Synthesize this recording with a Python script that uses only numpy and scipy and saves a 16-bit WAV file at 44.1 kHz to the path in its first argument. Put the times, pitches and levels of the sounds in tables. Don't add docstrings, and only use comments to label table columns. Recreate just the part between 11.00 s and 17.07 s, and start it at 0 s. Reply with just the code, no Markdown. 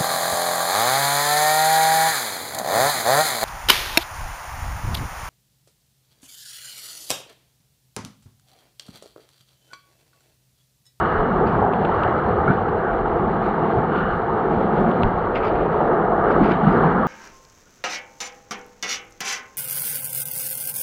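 import sys
import numpy as np
from scipy import signal
from scipy.fft import rfft, irfft, next_fast_len
from scipy.io import wavfile
from scipy.ndimage import uniform_filter1d, map_coordinates

SR = 44100
rng = np.random.default_rng(int(sys.argv[2]) if len(sys.argv) > 2 else 0)


def dump(signal):
    limited = np.clip(np.atleast_2d(signal).T, -1, 1)
    pcm = np.round(limited * 32767).astype(np.int16)
    wavfile.write(sys.argv[1], SR, pcm)


def invert_db(level):
    return 10 ** (np.asarray(level, dtype=float) / 20)


N = 267687


def unit(x):
    return x / np.sqrt(np.mean(x ** 2) + 1e-20)


def along(points, hz):
    f, v = np.transpose(points)
    return np.interp(np.log(hz + 1), np.log(f + 1), v)


def wobble(rate):
    knots = rng.standard_normal(int(N * rate / SR) + 4)
    return map_coordinates(knots, [np.arange(N) * rate / SR])


def filtered(x, response):
    m = next_fast_len(N + SR // 2)
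    return irfft(rfft(x, m) * response(np.fft.rfftfreq(m, 1 / SR)), m)[:N]


def coloured(x, spectrum):
    return unit(filtered(x, lambda hz: invert_db(along(spectrum, hz))))


def unsteady_noise(spectrum, depth_db, rate):
    return unit(invert_db(depth_db * wobble(rate)) * coloured(rng.standard_normal(N), spectrum))


def resonant(x, modes, top_hz):
    def response(f):
        total = 0
        for k, (centre, width, db) in enumerate(modes):
            mode = 1j * f * width / (centre * centre - f * f + 1j * f * width)
            total = total + (-1) ** k * invert_db(db) * mode
        return total / (1 + 1j * f / top_hz) ** 4
    return unit(filtered(x, response))


def churn(patchy_db):
    z = signal.stft(rng.standard_normal(N), nperseg=512)[2]
    field = uniform_filter1d(rng.standard_normal(z.shape), size=4, axis=0)
    field = uniform_filter1d(field, size=10, axis=1)
    return unit(signal.istft(z * invert_db(patchy_db * unit(field)), nperseg=512)[1][:N])


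def bubbles(hz, spread, cycles, scatter_db, count):
    draw, t = rng.random((count, 2)), np.arange(600) / SR
    pitch = hz * np.exp(spread * rng.standard_normal((count, 1)))
    age = t * pitch / cycles
    ring = age * np.exp(-3 * age) * np.sin(2 * np.pi * pitch * t * (1 + .12 * age))
    size = invert_db(-scatter_db * np.log(draw[:, 1:]))
    where = (draw[:, :1] * N).astype(int) + np.arange(len(t))
    return unit(np.bincount(where.ravel(), (size * ring).ravel())[:N])


def swells(calm_db, events):
    t = np.arange(N) / SR
    power = invert_db(calm_db) ** 2
    for s, db, length in events:
        power = power + invert_db(db) ** 2 * np.exp(-((t - s) / length) ** 2)
    return np.sqrt(power)


def controls(rows):
    s, *columns = np.transpose(rows)
    return [np.interp(np.arange(N) / SR, s, c - c.mean()) for c in columns]


def add_at(out, s, sound):
    out[round(s * SR):][:len(sound)] += sound


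# (frequency [Hz], relative level [dB per Hz])
BUFFET_COLOUR = [(10, -28.5), (22, -9), (45, 1.5), (65, -7.5), (200, -120)]
# (time of the peak [s], level [dB], length [s])
AIR_GUSTS = [(0.394, -32.5, 0.12), (1.05, -44, 0.092), (2.108, -36, .35), (3.094, -35.5, 0.069),
             (3.8, -40, 0.1), (4.15, -33, .08), (4.5, -36, 0.17), (5.432, -30, 0.055), (5.84, -37, 0.2)]


def buffet():
    return swells(-42, AIR_GUSTS) * unsteady_noise(BUFFET_COLOUR, depth_db=2.2, rate=9.6)


# (time [s], level [dB], frequency [Hz])
CAMERA_JOLTS = [(.185, -19, 28), (4.045, -16, 24)]


def jolt():
    out, t = np.zeros(N), np.arange(SR // 6) / SR
    for s, db, hz in CAMERA_JOLTS:
        add_at(out, s, invert_db(db) * np.sin(2 * np.pi * hz * t) * np.exp(-(t / .04) ** 2))
    return out


# (frequency [Hz], relative level [dB per Hz])
DEEP_COLOUR = [(20, -60), (45, -13), (60, -2.5), (115, 0.5), (160, -9.5), (400, -45), (900, -120)]
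# (time of the peak [s], level [dB], length [s])
DEEP_SURGES = [(0.04, -29, 0.18), (0.555, -28, 0.089), (0.957, -31.5, 0.13), (1.443, -28.5, 0.32),
               (2.197, -29.5, 0.081), (2.782, -23.5, 0.024), (4.045, -21.5, 0.021), (5.387, -44, 0.092),
               (5.78, -33.5, 0.094)]


def rumble():
    return swells(-36, DEEP_SURGES) * unsteady_noise(DEEP_COLOUR, depth_db=1.0, rate=13)


# (frequency [Hz], relative level [dB per Hz])
HULL_COLOUR = [(60, -64.5), (125, -15.5), (155, -1), (175, -1), (195, -3), (222, -1.5), (250, -6.5),
               (300, -14), (600, -93.5)]
# (time of the peak [s], level [dB], length [s])
HULL_WAVES = [(0.297, -23.5, 0.07), (0.562, -23.5, 0.24), (1.31, -28, 0.043), (1.474, -25.5, 0.089),
              (2.3, -26, 0.068), (2.542, -28.5, 0.25), (2.952, -25.5, 0.097), (3.543, -25.5, 0.14),
              (3.851, -21, 0.15), (4.872, -28.5, 0.27), (5.439, -21.5, 0.12), (5.666, -16, 0.036),
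              (5.87, -19, 0.14)]


def boom():
    return swells(-31.5, HULL_WAVES) * unsteady_noise(HULL_COLOUR, depth_db=0.15, rate=17)


# (frequency [Hz], relative level [dB per Hz])
HISS_COLOUR = [(800, -34), (2000, 2), (2550, -2), (2950, -5.5), (3500, -11.5), (3800, -13), (4100, -11),
               (4600, -23), (5100, -31), (6500, -34.5), (8000, -39), (9800, -44.5), (10600, -59.5),
               (12000, -120)]
# (frequency [Hz], relative level [dB per Hz])
SHOWER_COLOUR = [(2200, -40), (2650, -6), (2900, 2.5), (3200, -10), (3800, -16.5), (4300, -17),
                 (5200, -51.5)]
# (time of the peak [s], level [dB], length [s])
SPRAY_SHOWERS = [(0.078, -50, 0.18), (0.5, -54.5, 0.062), (1.002, -54, 0.18), (2.957, -48.5, 0.041),
                 (3.07, -52, 0.07), (5.309, -52.5, 0.044)]


def spray(spray_db, surge):
    spatter = churn(patchy_db=1.5)
    spatter = spatter + invert_db(-11.5) * bubbles(hz=4700, spread=0.48, cycles=5, scatter_db=-0.3, count=5000)
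    flicker_db = 1.2 * surge + 0.95 * wobble(32)
    hiss = invert_db(-47.5 + spray_db + flicker_db) * coloured(spatter, HISS_COLOUR)
    other_spatter = np.roll(spatter, N // 2)
    return hiss + swells(-62.5, SPRAY_SHOWERS) * coloured(other_spatter, SHOWER_COLOUR)


# (frequency [Hz], relative level [dB])
CASE_COLOUR = [(300, -29.5), (1500, -0.5), (2000, 8), (2600, 5), (3300, -4.5), (4600, -15), (5600, -27.5),
               (8000, -38.5), (10000, -41.5), (11000, -77), (13000, -120)]
# (time of the peak [s], level [dB], brightness above 4.5 kHz [dB], rise [s], fall [s])
SPRAY_SHEETS = [(.12, -53, 6, 0.085, 0.092), (0.472, -45, 5, 0.0095, 0.091), (1.0, -52.5, 3.5, .1, 0.11),
                (2.955, -44.5, -5, 0.044, 0.094), (4.358, -31, 0, 0.0061, 0.0091),
                (4.376, -36.5, -2, 0.0086, 0.019), (4.436, -42, -5, 0.02, 0.027),
                (4.455, -40, 8, 0.013, 0.0098), (4.472, -42, 3, 0.0041, 0.005),
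                (4.481, -37, 6, 0.0032, 0.005), (4.494, -46, 0.5, .006, 0.018),
                (4.56, -46, -4, 0.054, 0.23), (5.315, -41, 4, 0.022, 0.022),
                (5.442, -34.5, 3, 0.0065, 0.009), (5.459, -39, 3, 0.0078, 0.014),
                (5.478, -43, 0, .012, 0.0099), (5.5, -42, 6, 0.013, 0.016),
                (5.521, -30.5, 1, 0.0099, 0.0023), (5.73, -45, 5, 0.044, 0.042)]


def sheets():
    t, out = np.arange(N) / SR, np.zeros(N)
    rush = coloured(invert_db(1.3 * wobble(250)) * rng.standard_normal(N), CASE_COLOUR)
    body = filtered(rush, lambda hz: hz < 4500)
    treble = rush - body
    for s, db, bright_db, rise, fall in SPRAY_SHEETS:
        swell = invert_db(db) * np.exp(-(np.abs(t - s) / np.where(t < s, rise, fall)) ** 1.3)
        out += swell * (body + invert_db(bright_db) * treble)
    return out


# (frequency [Hz], relative level [dB])
KNOCK_COLOUR = [(600, -30), (1500, -11), (2100, -6), (2700, 0), (3300, -6), (4100, -15), (5000, -30),
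                (6200, -31), (8000, -26), (10000, -35), (11000, -70)]
# (time [s], peak level under 5 kHz [dB], peak level above 5 kHz [dB])
CASE_DROPS = [(0.7262, -32, -72), (0.737, -25.5, -53.5), (0.7665, -53, -68), (0.846, -50, -58.5),
              (0.85, -23, -60), (0.854, -26, -55), (0.8945, -50, -58), (1.0352, -20.5, -48),
              (1.0784, -34, -61), (2.5942, -35, -73), (3.6147, -43, -62), (3.6834, -54, -81),
              (3.807, -50, -55), (3.8174, -44, -58), (3.9155, -31, -54), (4.0018, -50, -59),
              (4.0337, -14, -45.5), (5.3757, -45, -63), (5.57, -37, -68), (5.8374, -37, -71)]


def drops():
    t, out = np.arange(512) / SR, np.zeros(N)
    lead = 128
    hz = np.fft.rfftfreq(len(t), 1 / SR)
    cepstrum = irfft(np.log(invert_db(along(KNOCK_COLOUR, hz))))
    cepstrum[1:256] *= 2
    cepstrum[257:] = 0
    case = np.exp(rfft(cepstrum))
    low = 1 / (1 + (hz / 5000) ** 16)
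    for s, low_db, high_db in CASE_DROPS:
        rattle = .15 * np.exp(-t / .0006) * rng.standard_normal(len(t))
        blow = rfft(np.roll((t == 0) + rattle, lead))
        for db, band in (low_db, low), (high_db, 1 - low):
            part = irfft(blow * case * band)
            out[round(s * SR) - lead:][:len(t)] += invert_db(db) * part / np.abs(part).max()
    return out


# (time [s], strength [dB], starting pitch [Hz])
CLOSE_BUBBLES = [(0.511, -12.5, 790), (0.625, -7, 810), (0.892, -6, 860), (1.512, -10, 836),
                 (2.195, -7.5, 780)]
# (time [s], strength [dB], starting pitch [Hz])
LENS_DROPLETS = [(.470, -36, 4400), (.474, -45, 4560), (.865, -54, 7300), (.951, -57, 7400),
                 (4.022, -34, 3900), (4.354, -38, 4750), (4.356, -20, 2700), (4.366, -21, 2100),
                 (4.374, -29, 3200), (4.378, -42, 4800), (4.418, -27, 2300), (4.428, -23, 2250),
                 (4.434, -25, 2600), (4.442, -25, 2400), (4.449, -26, 2600), (4.469, -36, 4600),
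                 (4.482, -38, 4600), (4.493, -41, 4500), (5.318, -44, 4750), (5.441, -25, 2600),
                 (5.446, -22, 2250), (5.456, -21, 2450), (5.459, -40, 4800), (5.513, -21, 2350),
                 (5.516, -37, 4870), (5.517, -25, 2800), (5.521, -22, 2100), (5.726, -43, 4730)]
# (time [s], strength [dB], starting pitch [Hz])
BOW_GULPS = [(5.364, -7.5, 440), (5.408, -5, 280), (5.414, -8, 230), (5.423, -6, 190), (5.432, -4, 200),
             (5.456, -6, 360), (5.485, -10, 420), (5.51, -6, 330)]


def plops_pings_and_gulps():
    out, t = np.zeros(N), np.arange(SR // 20) / SR
    for rows, life_s in (CLOSE_BUBBLES, 0.0038), (LENS_DROPLETS, 0.0017), (BOW_GULPS, 0.0071):
        envelope = np.exp(-t / life_s) * (1 - np.exp(-t / 0.0012))
        for s, db, hz in rows:
            add_at(out, s, invert_db(db) * np.sin(2 * np.pi * hz * t * (1 + 5 * t)) * envelope)
    return out


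# (time [s], strength [dB], brightness [dB per octave], pitch factor)
SLAP_BLOWS = [(1.478, -10.5, 5.5, 0.95), (1.484, -9.5, -7, 0.99), (1.4918, -9, 0.5, 1),
              (1.499, -6, -4.5, .98), (1.505, -9, 3, 1.0), (1.511, -16, -0.5, 1.15)]
# (frequency before the pitch factor [Hz], relative level [dB], decay by 60 dB [s])
DECK_MODES = [(172, 0, 0.037), (437, -11, 0.072), (760, -15, 0.03), (1363, -5, 0.028), (1422, -7.5, 0.066),
              (2280, -30, 0.033)]
# (time [s], strength [dB], starting pitch [Hz], decay by 60 dB [s])
WAVE_FRONT_CLACK = (1.473, -30, 2150, .07)


def slap():
    out, t = np.zeros(N), np.arange(SR // 10) / SR
    for s, db, tilt_db, pitch in SLAP_BLOWS:
        ring = np.zeros(len(t))
        for hz, level, t60 in DECK_MODES:
            mode_db = level + tilt_db * np.log2(hz / 500) + 1.7 * rng.normal()
            ring += invert_db(mode_db - 60 * t / t60) * np.sin(2 * np.pi * hz * pitch * t * (1 + 2.3 * t))
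        ring *= 1 + .4 * map_coordinates(rng.standard_normal(64), [t * 500])
        add_at(out, s, invert_db(db) * ring * (1 - np.exp(-(t / 0.0029) ** 2)))
    s, db, hz, t60 = WAVE_FRONT_CLACK
    clack = invert_db(db - 60 * t / t60) * np.sin(2 * np.pi * hz * t * (1 + t))
    add_at(out, s, clack * (1 - np.exp(-t / .003)))
    return out


# (frequency [Hz], relative level [dB per Hz])
CREST_COLOUR = [(900, -39), (1250, -9), (1420, 5), (1650, -4.5), (1850, -11), (2400, -33), (3500, -70)]
# (time of the peak [s], level [dB], length [s])
BREAKING_CRESTS = [(.05, -36.5, 0.17), (1.0, -38, .12), (1.88, -31.5, 0.039), (2.97, -30.5, 0.063),
                   (3.03, -31, 0.032), (3.11, -33, 0.058), (3.95, -35, .08), (4.9, -47.5, 0.088),
                   (5.28, -31.5, .06), (5.52, -34, 0.026), (5.77, -32, 0.04), (5.93, -35, 0.073)]


def crests():
    gurgle = churn(patchy_db=2.0)
    gurgle = gurgle + invert_db(4) * bubbles(hz=1444, spread=.15, cycles=14, scatter_db=0.5, count=3500)
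    return swells(-44, BREAKING_CRESTS) * coloured(gurgle, CREST_COLOUR)


# (frequency [Hz], relative level [dB per Hz])
FROTH_COLOUR = [(200, -41), (600, -1.5), (1000, -3.5), (1250, -2.5), (1450, -9.5), (1750, -13.5),
                (2100, -24), (2600, -34), (4000, -80)]


def froth(foam_db, surge):
    fizz = churn(patchy_db=-0.7)
    fizz = fizz + invert_db(-7) * bubbles(hz=1390.6, spread=0.2714, cycles=9.34, scatter_db=-0.7, count=6000)
    return invert_db(-25.5 + foam_db + 0.069 * surge) * coloured(fizz, FROTH_COLOUR)


# (frequency [Hz], width [Hz], level [dB])
LOW_ROAR_MODES = [(342, 104, -2), (483, 290, -5)]
# (frequency [Hz], width [Hz], level [dB])
HIGH_ROAR_MODES = [(686, 167, -2.5), (893, 188, 0.5)]


def roar(deep_db, high_db, surge):
    top_hz = 1370
    gulps = churn(patchy_db=-0.5)
    gulps = gulps + invert_db(-3) * bubbles(hz=553.5, spread=0.3956, cycles=6.35, scatter_db=.5, count=9000)
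    other_gulps = np.roll(gulps, N // 2)
    low = invert_db(-23 - .5 + deep_db + 0.075 * surge) * resonant(gulps, LOW_ROAR_MODES, top_hz)
    high = invert_db(-25.5 + high_db + 0.39 * surge) * resonant(other_gulps, HIGH_ROAR_MODES, top_hz)
    return low + high


# (time [s], deep roar [dB], high roar [dB])
BREAKING_WATER = [(0, -28, -26.5), (.22, -22, -28), (.45, -22, -26), (.65, -24, -22.5), (.9, -25, -25),
                  (1.15, -24.5, -26.5), (1.4, -24.5, -25.5), (1.6, -26.5, -26.5), (2.0, -24, -26),
                  (2.28, -22, -23.5), (2.42, -26, -25.5), (2.72, -22.5, -23.5), (2.85, -26, -26),
                  (3.0, -25, -29), (3.18, -28, -31), (3.3, -24.5, -25.5), (3.55, -22.5, -25.5),
                  (3.97, -23.5, -22), (4.1, -27.5, -26.5), (4.5, -23.5, -25), (4.88, -21, -24),
                  (5.15, -23.5, -21.5), (5.32, -19.5, -24), (5.45, -22, -24.5), (5.6, -28, -23),
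                  (5.75, -20.5, -26.5), (6.07, -24, -24)]
# (time [s], nearness of foam [dB], fine spray [dB])
CLOSE_FOAM = [(0, -25, -53.5), (.42, -29, -55), (.6, -28, -56.5), (.8, -32, -53.5), (1.05, -24, -53.5),
              (1.22, -29, -53.5), (1.75, -31, -55.5), (2.2, -31.5, -57), (2.5, -29, -53),
              (2.82, -31, -55.5), (3.0, -30, -54), (3.25, -30, -55), (3.6, -31.5, -54.5),
              (3.9, -30.5, -52.5), (4.25, -30.5, -55), (4.65, -31, -56), (4.92, -28.5, -55.5),
              (5.15, -28.5, -58), (5.3, -25.5, -53.5), (5.55, -29, -50), (5.82, -24, -51.5),
              (6.07, -27, -54.5)]


def water():
    deep_db, high_db = controls(BREAKING_WATER)
    foam_db, spray_db = controls(CLOSE_FOAM)
    surge = wobble(17)
    low_end = buffet() + rumble() + boom()
    broken = roar(deep_db, high_db, surge) + froth(foam_db, surge) + crests()
    return low_end + broken + spray(spray_db, surge)


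# (frequency [Hz], width [Hz], depth [0-1])
CASE_HOLLOWS = [(1023, 39, 0.3), (2548, 220, 0.6), (3900, 400, 0.2)]
# (time [s], depth [0-1])
HEAD_TURN_HOLLOW = [(0, 0.53), (.5, 0.34), (1.0, 0), (1.3, 0.42), (2.3, 0.69), (3.599, 0.6), (3.9, 0),
                    (5.3, 0.18), (5.65, 0.43), (6.07, .6)]


def hollowed(x):
    def bell(f, hz, width_hz):
        return np.exp(-((f - hz) / width_hz) ** 2 * 2)

    def case(f):
        return np.prod([1 - np.clip(depth, 0, 1) * bell(f, hz, w) for hz, w, depth in CASE_HOLLOWS], axis=0)

    x = filtered(x, case)
    depth = np.clip(np.interp(np.arange(N) / SR, *np.transpose(HEAD_TURN_HOLLOW)), 0, 1)
    return x - depth * filtered(x, lambda f: bell(f, 583.4, 62))


def scene():
    on_case = drops() + sheets() + jolt()
    return (hollowed(water()) + plops_pings_and_gulps() + on_case + slap())[None]


def roll_off(x):
    return signal.sosfilt(signal.butter(12, 10700, fs=SR, output="sos"), x)


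def record(dry):
    return roll_off(dry)


dry = scene()
out = record(dry)
dump(out)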